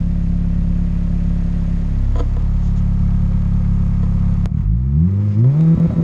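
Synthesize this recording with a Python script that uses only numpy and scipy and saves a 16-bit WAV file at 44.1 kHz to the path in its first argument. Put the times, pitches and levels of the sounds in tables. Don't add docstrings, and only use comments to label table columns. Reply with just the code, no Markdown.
import sys
import numpy as np
from scipy import signal
from scipy.fft import rfft, irfft
from scipy.io import wavfile
from scipy.ndimage import uniform_filter1d, minimum_filter1d, map_coordinates

SR = 44100
rng = np.random.default_rng(int(sys.argv[2]) if len(sys.argv) > 2 else 0)


def store_wav(level_fs):
    pcm = np.round(np.clip(np.atleast_2d(level_fs), -1, 1) * 32767)
    wavfile.write(sys.argv[1], SR, pcm.T.astype(np.int16))


N = 266115
TIME = np.arange(N) / SR

# time in seconds, place (0 laptop, 1 between the seats, 2 dashboard).
MIC_PATH = [(0, 0.048), (1, 0.13), (1.76, 0.25), (2.13, 1.09), (2.8, 1.66), (4.44, 1.755)]
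# middle in seconds, length in seconds, level in dB.
RUSTLES = [(2.66, 0.085, -56), (2.78, 0.033, -53.5)]
SCRAPES = [(2.163, 0.034, -33.5), (2.201, 0.027, -26), (2.219, 0.011, -34), (4.038, 0.018, -40)]
# start in seconds, level in dB.
CABIN_CLICKS = [(2.122, -30), (4.458, -14), (5.61, -23.5)]
LAPTOP_KNOCKS = [(2.156, -19), (2.204, -15), (2.367, -23), (4.031, -26), (5.443, -22.5)]
HARD_FIRINGS = [(4.5125, -9.5), (4.541, -5), (4.567, -6), (4.591, -8), (4.619, -11)]
# pitch in Hz, bandwidth in Hz, relative level in dB.
LAPTOP_MODES = [(284, 13, 6), (483, 29, 5), (673, 44, -1.5), (1000, 34, -2), (1315, 52, -8),
                (1767, 90, -15.5), (2040, 83, -16), (3290, 330, -22), (4620, 360, -27.5), (6780, 320, -31)]
PANEL_MODES = [(382.7, 13, -4), (492, 11, -2.5), (529, 12, 2), (628, 12, -5), (697, 9.2, -2)]

# frequency in Hz, relative level in dB.
RUSTLE_COLOUR = [(2000, -7), (3300, 2.5), (5000, -2), (7200, -3.5), (8200, -22)]
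CLICK_COLOUR = [(200, 21.5), (1000, 6), (4000, -6), (12000, -23.5), (14000, -36)]
INTAKE_COLOUR = [(1200, 1.5), (2200, 1), (3900, -11), (5100, -5), (6000, -13.5)]
HISS_COLOUR = [(1500, -10), (2500, -1.5), (3200, -1.5), (5300, -5), (6500, -10.5), (8500, -14),
               (10500, -23.5), (14000, -25.5)]
CLATTER_AT_LAPTOP = [(200, -5), (320, 4), (630, 5.5), (760, -5.5), (1100, -8), (1900, -10), (2800, -17.5),
                     (4000, -32.5)]
CLATTER_AT_DASH = [(200, -6), (300, 8), (430, 0.5), (530, -2.5), (850, 0), (1080, -1.5), (1240, 0.5),
                   (1400, -7), (1700, -11), (2200, -10), (2800, -22), (4000, -35)]
IDLE_AT_LAPTOP = [(20, -49.5), (35, 4.5), (70, 0), (104, -4.5), (139, -7.5), (174, 2), (208, -15),
                  (243, -14), (280, -34.5), (315, -24), (380, -42), (630, -47), (900, -56.5)]
IDLE_AT_SEATS = [(20, -35.5), (35, 3.5), (70, -2), (104, -3.5), (139, -19.5), (174, -18), (208, -19.5),
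                 (243, -16.5), (280, -35), (420, -44.5), (900, -45)]
IDLE_AT_DASH = [(20, -41), (35, 2), (70, -2), (104, 3.5), (139, -2), (174, 1.47), (208, -6.5), (243, -15),
                (280, -43), (385, -42), (530, -48), (900, -62)]
POP_COLOUR = [(90, 1), (340, 2.5), (450, -5), (590, 0), (800, -9.5), (3000, -42.5)]
RASP_COLOUR = [(60, -20), (260, -1), (355, 12), (440, -5), (520, 2), (640, -7.5), (850, -16), (1250, -25),
               (2500, -45)]
CABIN_BOOMS = [(42, -11.5), (55, -10), (76, -17), (93, -17), (104, -11), (125, -12), (143, -15), (168, -9),
               (192, -21), (212, -17.5), (296, -39.5), (335, -23), (380, -27.5), (420, -45), (470, -44.5),
               (505, -27.5), (560, -42), (640, -36.5), (690, -47)]
STANDING_HZ = [54.3, 131, 79.6]
# microphone place, clatter in dB, hiss in dB, both before their trims.
BAY_AT_PLACE = [(0, -50.3, -59), (.09, -48.5, -58.5), (.22, -46, -56.5), (1, -47, -57.5), (2, -45.5, -60)]

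# strength in dB, lateness in firing periods.
CYLINDERS = [(0.04, 0.012), (1.73, -0.015), (-0.2, 0.0095), (1.4, -0.006)]
# time in seconds, firings per second.
IDLE_SPEED = [(0.0, 34.5), (1.01, 34.9), (2.09, 34.3), (2.6, 35.2), (4.44, 34.65)]
REV_SPEED = [(4.55, 39.1), (4.62, 43.8), (4.682, 51.5), (4.742, 56.9), (4.794, 61.5), (4.946, 71.9),
             (5.094, 95.6), (5.244, 103.8), (5.348, 101.3), (5.394, 111.4), (5.598, 160.4), (5.75, 165.1),
             (5.87, 167.3), (6.03, 164.8)]
# time in seconds, gain on the drone in dB.
LOAD = [(4.7, -4.5), (4.85, -5), (5.02, 1), (5.18, -3), (5.32, -5.5), (5.43, 4), (5.54, 0), (5.7, 1.5),
        (5.86, -2.5), (5.97, -6)]
HARMONIC_DB = [-0.5, -3.5, -6.5, -13.5, -15.5]
# start of the cut in seconds, return of the firings in seconds.
LIMITER_CUTS = [(5.749, 5.8), (5.869, 5.962)]
# start in seconds, thump in dB, crack in dB.
POPS = [(5.7743, -4.5, -20), (5.799, -13, -31), (5.8945, -9, -31), (5.905, -14, -20), (5.9222, -8.5, -28),
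        (5.932, -15, -36), (5.9795, -8.5, -29), (5.9925, -8, -29)]

OPEN_S, OPEN_TAKES_S = 4.47, 0.03
CATCH_S, CATCH_TAKES_S = 4.63, 0.1


def from_db(db):
    return 10 ** (np.asarray(db) / 20)


def rms_one(x):
    return x / np.sqrt(np.mean(x ** 2) + 1e-20)


def automation(rows):
    return np.interp(TIME, *np.transpose(rows))


def ramp(middle_s, length_s):
    return np.clip((TIME - middle_s) / length_s + .5, 0, 1)


def bump(middle_s, length_s):
    return .5 + .5 * np.cos(np.pi * np.clip((TIME - middle_s) / length_s, -1, 1))


def strokes(rows):
    return sum(from_db(db) * bump(middle_s, length_s) for middle_s, length_s, db in rows)


def drift(rate_hz):
    knots = rng.standard_normal(int(rate_hz * N / SR) + 4)
    return rms_one(map_coordinates(knots, [TIME * rate_hz + 1], order=2))


def impulses(times, sizes):
    return np.bincount(np.clip(np.round(times * SR).astype(int), 0, N - 1), sizes, N)


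def strikes(rows):
    times, db = np.transpose(rows)
    return impulses(times, from_db(db))


def through(x, colour, size=16384):
    hz, db = np.transpose(colour)
    grid_hz = np.maximum(np.arange(size // 2 + 1) * SR / size, 1)
    octaves_outside = np.maximum(np.log2(hz[0] / grid_hz), 0) + np.maximum(np.log2(grid_hz / hz[-1]), 0)
    level_db = np.interp(np.log(grid_hz), np.log(hz), db) - 24 * octaves_outside
    cepstrum = irfft(np.log(from_db(np.maximum(level_db, -110))))
    cepstrum[size // 2:] = 0
    ring = irfft(np.exp(2 * rfft(cepstrum)))[:size // 2]
    return signal.fftconvolve(x, ring / np.abs(ring).max())[:len(x)]


def poles(hz, width_hz):
    radius = np.exp(-np.pi * width_hz / SR)
    return [1, -2 * radius * np.cos(2 * np.pi * hz / SR), radius * radius]


def resonate(x, modes):
    out = 0
    for k, (hz, width_hz, db) in enumerate(modes):
        feedback = poles(hz, width_hz)
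        band = np.array([1, 0, -1]) * (1 - feedback[2]) / 2
        out = out + (-1) ** k * from_db(db) * signal.lfilter(band, feedback, x)
    return out


def standing_wave(x, hz, width_hz=11):
    feedback = poles(hz, width_hz)
    return signal.lfilter(feedback[::-1], feedback, x)


def thump(x, low_hz, high_hz):
    sos = np.vstack([signal.butter(3, [low_hz, high_hz], "band", fs=SR, output="sos"),
                     signal.butter(6, 1.2 * high_hz, fs=SR, output="sos")])
    return signal.sosfilt(sos, x + 1e-18) / np.abs(signal.sosfilt(sos, signal.unit_impulse(SR))).max()


def octaves(speed):
    return np.log2(speed / speed.max())


def firings(cycle, uneven_db, jitter):
    number = np.arange(1, int(cycle[-1]))
    db, late = np.array(CYLINDERS)[number % len(CYLINDERS)].T
    chance = rng.standard_normal((len(number), 2))
    times = np.interp(number + late + jitter * chance[:, 0], cycle, TIME)
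    return impulses(times, from_db(db + uneven_db * chance[:, 1]))


def idle_fade(stumble_s=4.46, db_per_s=300, depth_db=11):
    duck_db = np.clip(db_per_s * (TIME - stumble_s), 0, depth_db)
    return from_db(-duck_db) * (1 - ramp(CATCH_S, CATCH_TAKES_S))


def handling():
    return strokes(RUSTLES) * rms_one(through(rng.standard_normal(N), RUSTLE_COLOUR))


def alternator(cycle, speed, order=23.17, top_db=-62, octave_db=-58):
    phase = 2 * np.pi * order * cycle
    whine = from_db(top_db) * (speed / speed.max()) ** 4 * np.sin(phase)
    octave = from_db(octave_db) * bump(middle_s=3.45, length_s=1.0) * np.sin(2 * phase)
    return (whine + octave) * from_db(1.2 * drift(25))


def intake_rush(level_db=-56, flutter=0.26):
    flow = bump(middle_s=5.33, length_s=0.28) * (1 - ramp(middle_s=5.42, length_s=0.03))
    air = rng.standard_normal(N) * (1 + flutter * drift(100))
    return from_db(level_db) * flow * rms_one(through(air, INTAKE_COLOUR))


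def trim_panels(cycle, level_db=-57, db_per_place=3.5):
    shake = rms_one(firings(cycle, uneven_db=1.5, jitter=0.012)) + rng.standard_normal(N)
    ring = rms_one(resonate(shake * idle_fade(), PANEL_MODES))
    return from_db(level_db + db_per_place * automation(MIC_PATH)) * ring


def cabin_clicks():
    return through(strikes(CABIN_CLICKS), CLICK_COLOUR)


def laptop(slips_per_s=3000, slip_spread_db=4, knock_cutoff_hz=1900):
    slips = (rng.random(N) < slips_per_s / SR) * rng.choice([-1, 1], N)
    slips = slips * from_db(-slip_spread_db * drift(180))
    scrape = resonate(slips * strokes(SCRAPES), LAPTOP_MODES) / np.std(resonate(slips, LAPTOP_MODES))
    hits = strikes(LAPTOP_KNOCKS)
    soft_hits = signal.lfilter(*signal.butter(1, knock_cutoff_hz, fs=SR), hits + 1e-18)
    knocks = resonate(soft_hits, LAPTOP_MODES)
    return scrape + knocks / np.abs(knocks).max() * hits.max()


def block_knock(cycle, ring_s=0.046, own_db=-3, jitter_s=0.00004, size=2048):
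    knocks, common = 0, rng.standard_normal(size)
    decay = np.exp(-np.arange(size) / (ring_s * SR))
    for k in range(len(CYLINDERS)):
        times = np.interp(np.arange(k + 1, cycle[-1], len(CYLINDERS)), cycle, TIME)
        ring = (common + from_db(own_db) * rng.standard_normal(size)) * decay
        blows = impulses(times + jitter_s * rng.standard_normal(len(times)), np.ones(len(times)))
        knocks = knocks + signal.fftconvolve(blows, ring)[:N]
    return rms_one(knocks / np.sqrt(np.gradient(cycle)))


def bay_levels(speed, place, top_clatter_db=-43, top_hiss_db=-58.5, db_per_octave=7.5, floor_db=-13):
    places, clatter_db, hiss_db = np.transpose(BAY_AT_PLACE)
    opened = ramp(OPEN_S, OPEN_TAKES_S)
    gulp_db = 8 * bump(middle_s=4.6, length_s=0.096)
    growth_db = np.maximum(db_per_octave * octaves(speed), floor_db) + gulp_db
    return [(1 - opened) * np.interp(place, places, idle_db) + opened * (top_db + growth_db)
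            for idle_db, top_db in [(clatter_db, top_clatter_db), (hiss_db, top_hiss_db)]]


def engine_bay(cycle, speed, clatter_trim_db=1.5, hiss_trim_db=0.43, throb=0.2, flicker_db=2, tick_db=-8):
    place = automation(MIC_PATH)
    forward = np.clip(place / 2, 0, 1)
    swell = 1 + throb * np.cos(2 * np.pi * (cycle + 0.17))
    loose = signal.lfilter(*signal.butter(1, 1000, "high", fs=SR), rng.standard_normal(N))
    shake = block_knock(cycle) + from_db(flicker_db * drift(82)) * swell * loose
    at_laptop = from_db(2.5) * rms_one(through(shake, CLATTER_AT_LAPTOP))
    at_dash = rms_one(through(shake, CLATTER_AT_DASH))
    clatter = (1 - forward) * at_laptop + forward * at_dash
    valves = np.exp(-15 * ((2 * cycle + 0.49) % 1)) * from_db(2 * drift(67))
    hiss_envelope = swell + forward * from_db(tick_db) * rms_one(valves)
    hiss = rms_one(through(rng.standard_normal(N) * hiss_envelope, HISS_COLOUR))
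    clatter_db, hiss_db = bay_levels(speed, place)
    return from_db(clatter_db + clatter_trim_db) * clatter + from_db(hiss_db + hiss_trim_db) * hiss


def idle(cycle, level_db=-15.5, db_per_place=1.31):
    place = automation(MIC_PATH)
    pulses = firings(cycle, uneven_db=0.95, jitter=0.0092)
    preroll = np.searchsorted(cycle, cycle[0] + 2 * len(CYLINDERS))
    pulses = np.r_[pulses[:preroll], pulses]
    boom = 0
    for k, (colour, hz) in enumerate(zip([IDLE_AT_LAPTOP, IDLE_AT_SEATS, IDLE_AT_DASH], STANDING_HZ)):
        heard = standing_wave(through(pulses, colour), hz)[preroll:]
        nearness = np.maximum(1 - np.abs(place - k), 0)
        boom = boom + nearness * heard / np.std(heard[:N // 2])
    boom = standing_wave(boom, hz=221.8, width_hz=35.7)
    return -from_db(level_db + db_per_place * place) * idle_fade() * boom


def stumble():
    return thump(strikes(HARD_FIRINGS), low_hz=42, high_hz=178)


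def exhaust_pops(gas_db=-24, gas_s=0.014, cut_db=-12.5):
    times, thump_db, crack_db = np.transpose(POPS)
    thumps = thump(impulses(times, from_db(thump_db)), low_hz=70.4, high_hz=236)
    cracks = impulses(times, from_db(crack_db))
    tails = signal.lfilter([1], [1, -np.exp(-1 / (gas_s * SR))], cracks + 1e-18)
    gas = from_db(gas_db) * tails * rng.standard_normal(N)
    cut_thumps = thump(strikes([(start, cut_db) for start, end in LIMITER_CUTS]), low_hz=40, high_hz=130)
    return thumps + cut_thumps + through(cracks + gas, POP_COLOUR)


def rev_limiter(cut_db=-15, ramp_s=0.006):
    cutting = sum((TIME > start) & (TIME < end) for start, end in LIMITER_CUTS)
    return uniform_filter1d(from_db(cut_db * cutting), int(ramp_s * SR))


def exhaust_rasp(cycle, speed, puff_db=-1, dull_hz=400, bright_firings_per_s=150):
    pulses = rms_one(firings(cycle, uneven_db=3.5, jitter=0.0067))
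    puffs = rng.standard_normal(N) * (1 + np.cos(2 * np.pi * cycle))
    bright = through(pulses + from_db(puff_db) * puffs, RASP_COLOUR)
    dull = signal.sosfiltfilt(signal.butter(4, dull_hz, fs=SR, output="sos"), bright)
    rasp = dull + np.minimum(speed / bright_firings_per_s, 1) ** 2 * (bright - dull)
    return rasp / np.sqrt(uniform_filter1d(rasp ** 2, size=4096) + 1e-9)


def exhaust_drone(cycle, speed, growl_db=-22, waver_db=1.6, lope=0.051):
    drone = 0
    boom_hz, boom_db = np.transpose(CABIN_BOOMS)
    for order, db in [*enumerate(HARMONIC_DB, 1), (1.5, growl_db)]:
        hz = order * speed
        level_db = db + np.interp(np.log(hz), np.log(boom_hz), boom_db) + waver_db * drift(40)
        lag = sum(np.arctan2(20, lag_hz - hz) for lag_hz in (168, 300))
        drone = drone - np.sqrt(2) * from_db(level_db) * np.cos(2 * np.pi * order * cycle - lag)
    drone *= from_db(automation(LOAD)) * np.sqrt(ramp(CATCH_S, CATCH_TAKES_S))
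    return drone * (1 + lope * (np.sin(np.pi * cycle) + np.sin(np.pi * cycle / 2)))


def exhaust(cycle, speed, flow_db=-33, db_per_octave=9.5, relight_db=7, rumble_db=1):
    drone = exhaust_drone(cycle, speed)
    relit = TIME > LIMITER_CUTS[0][1]
    rasp = exhaust_rasp(cycle, speed) * from_db(relight_db * relit)
    rumble = rms_one(through(rng.standard_normal(N), colour=[(25, -4.5), (110, -7.5), (200, -2)]))
    flow = from_db(flow_db + db_per_octave * octaves(speed)) * ramp(OPEN_S, OPEN_TAKES_S)
    return (drone + flow * rasp) * rev_limiter() + flow * from_db(rumble_db) * rumble


def scene():
    speed = automation([*IDLE_SPEED, *REV_SPEED])
    cycle = np.cumsum(speed) / SR + 0.83
    engine = idle(cycle) + stumble() + exhaust(cycle, speed) + exhaust_pops()
    machinery = engine_bay(cycle, speed) + alternator(cycle, speed) + intake_rush()
    cabin = trim_panels(cycle) + laptop() + handling() + cabin_clicks()
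    return (engine + machinery + cabin)[None]


def peak_limiter(x, ceiling=0.56, size=700):
    gain = minimum_filter1d(np.minimum(1, ceiling / (np.abs(x) + 1e-9)), 2 * size)
    return x * uniform_filter1d(uniform_filter1d(gain, size), size)


def record(dry, port_hz=6500, dip_hz=6150, cutoff_hz=15400, fade_s=0.004):
    from_edge_s = np.minimum(TIME, TIME[-1] - TIME)
    x = dry * np.sin(np.pi / 2 * np.minimum(1, from_edge_s / fade_s)) ** 2
    x = x + 1.8 * signal.lfilter(*signal.iirpeak(port_hz, Q=14, fs=SR), x)
    x = x - 0.41 * signal.lfilter(*signal.iirpeak(dip_hz, Q=12, fs=SR), x)
    return signal.sosfilt(signal.cheby2(12, 70, cutoff_hz, fs=SR, output="sos"), peak_limiter(x))


dry = scene()
out = record(dry)
store_wav(out)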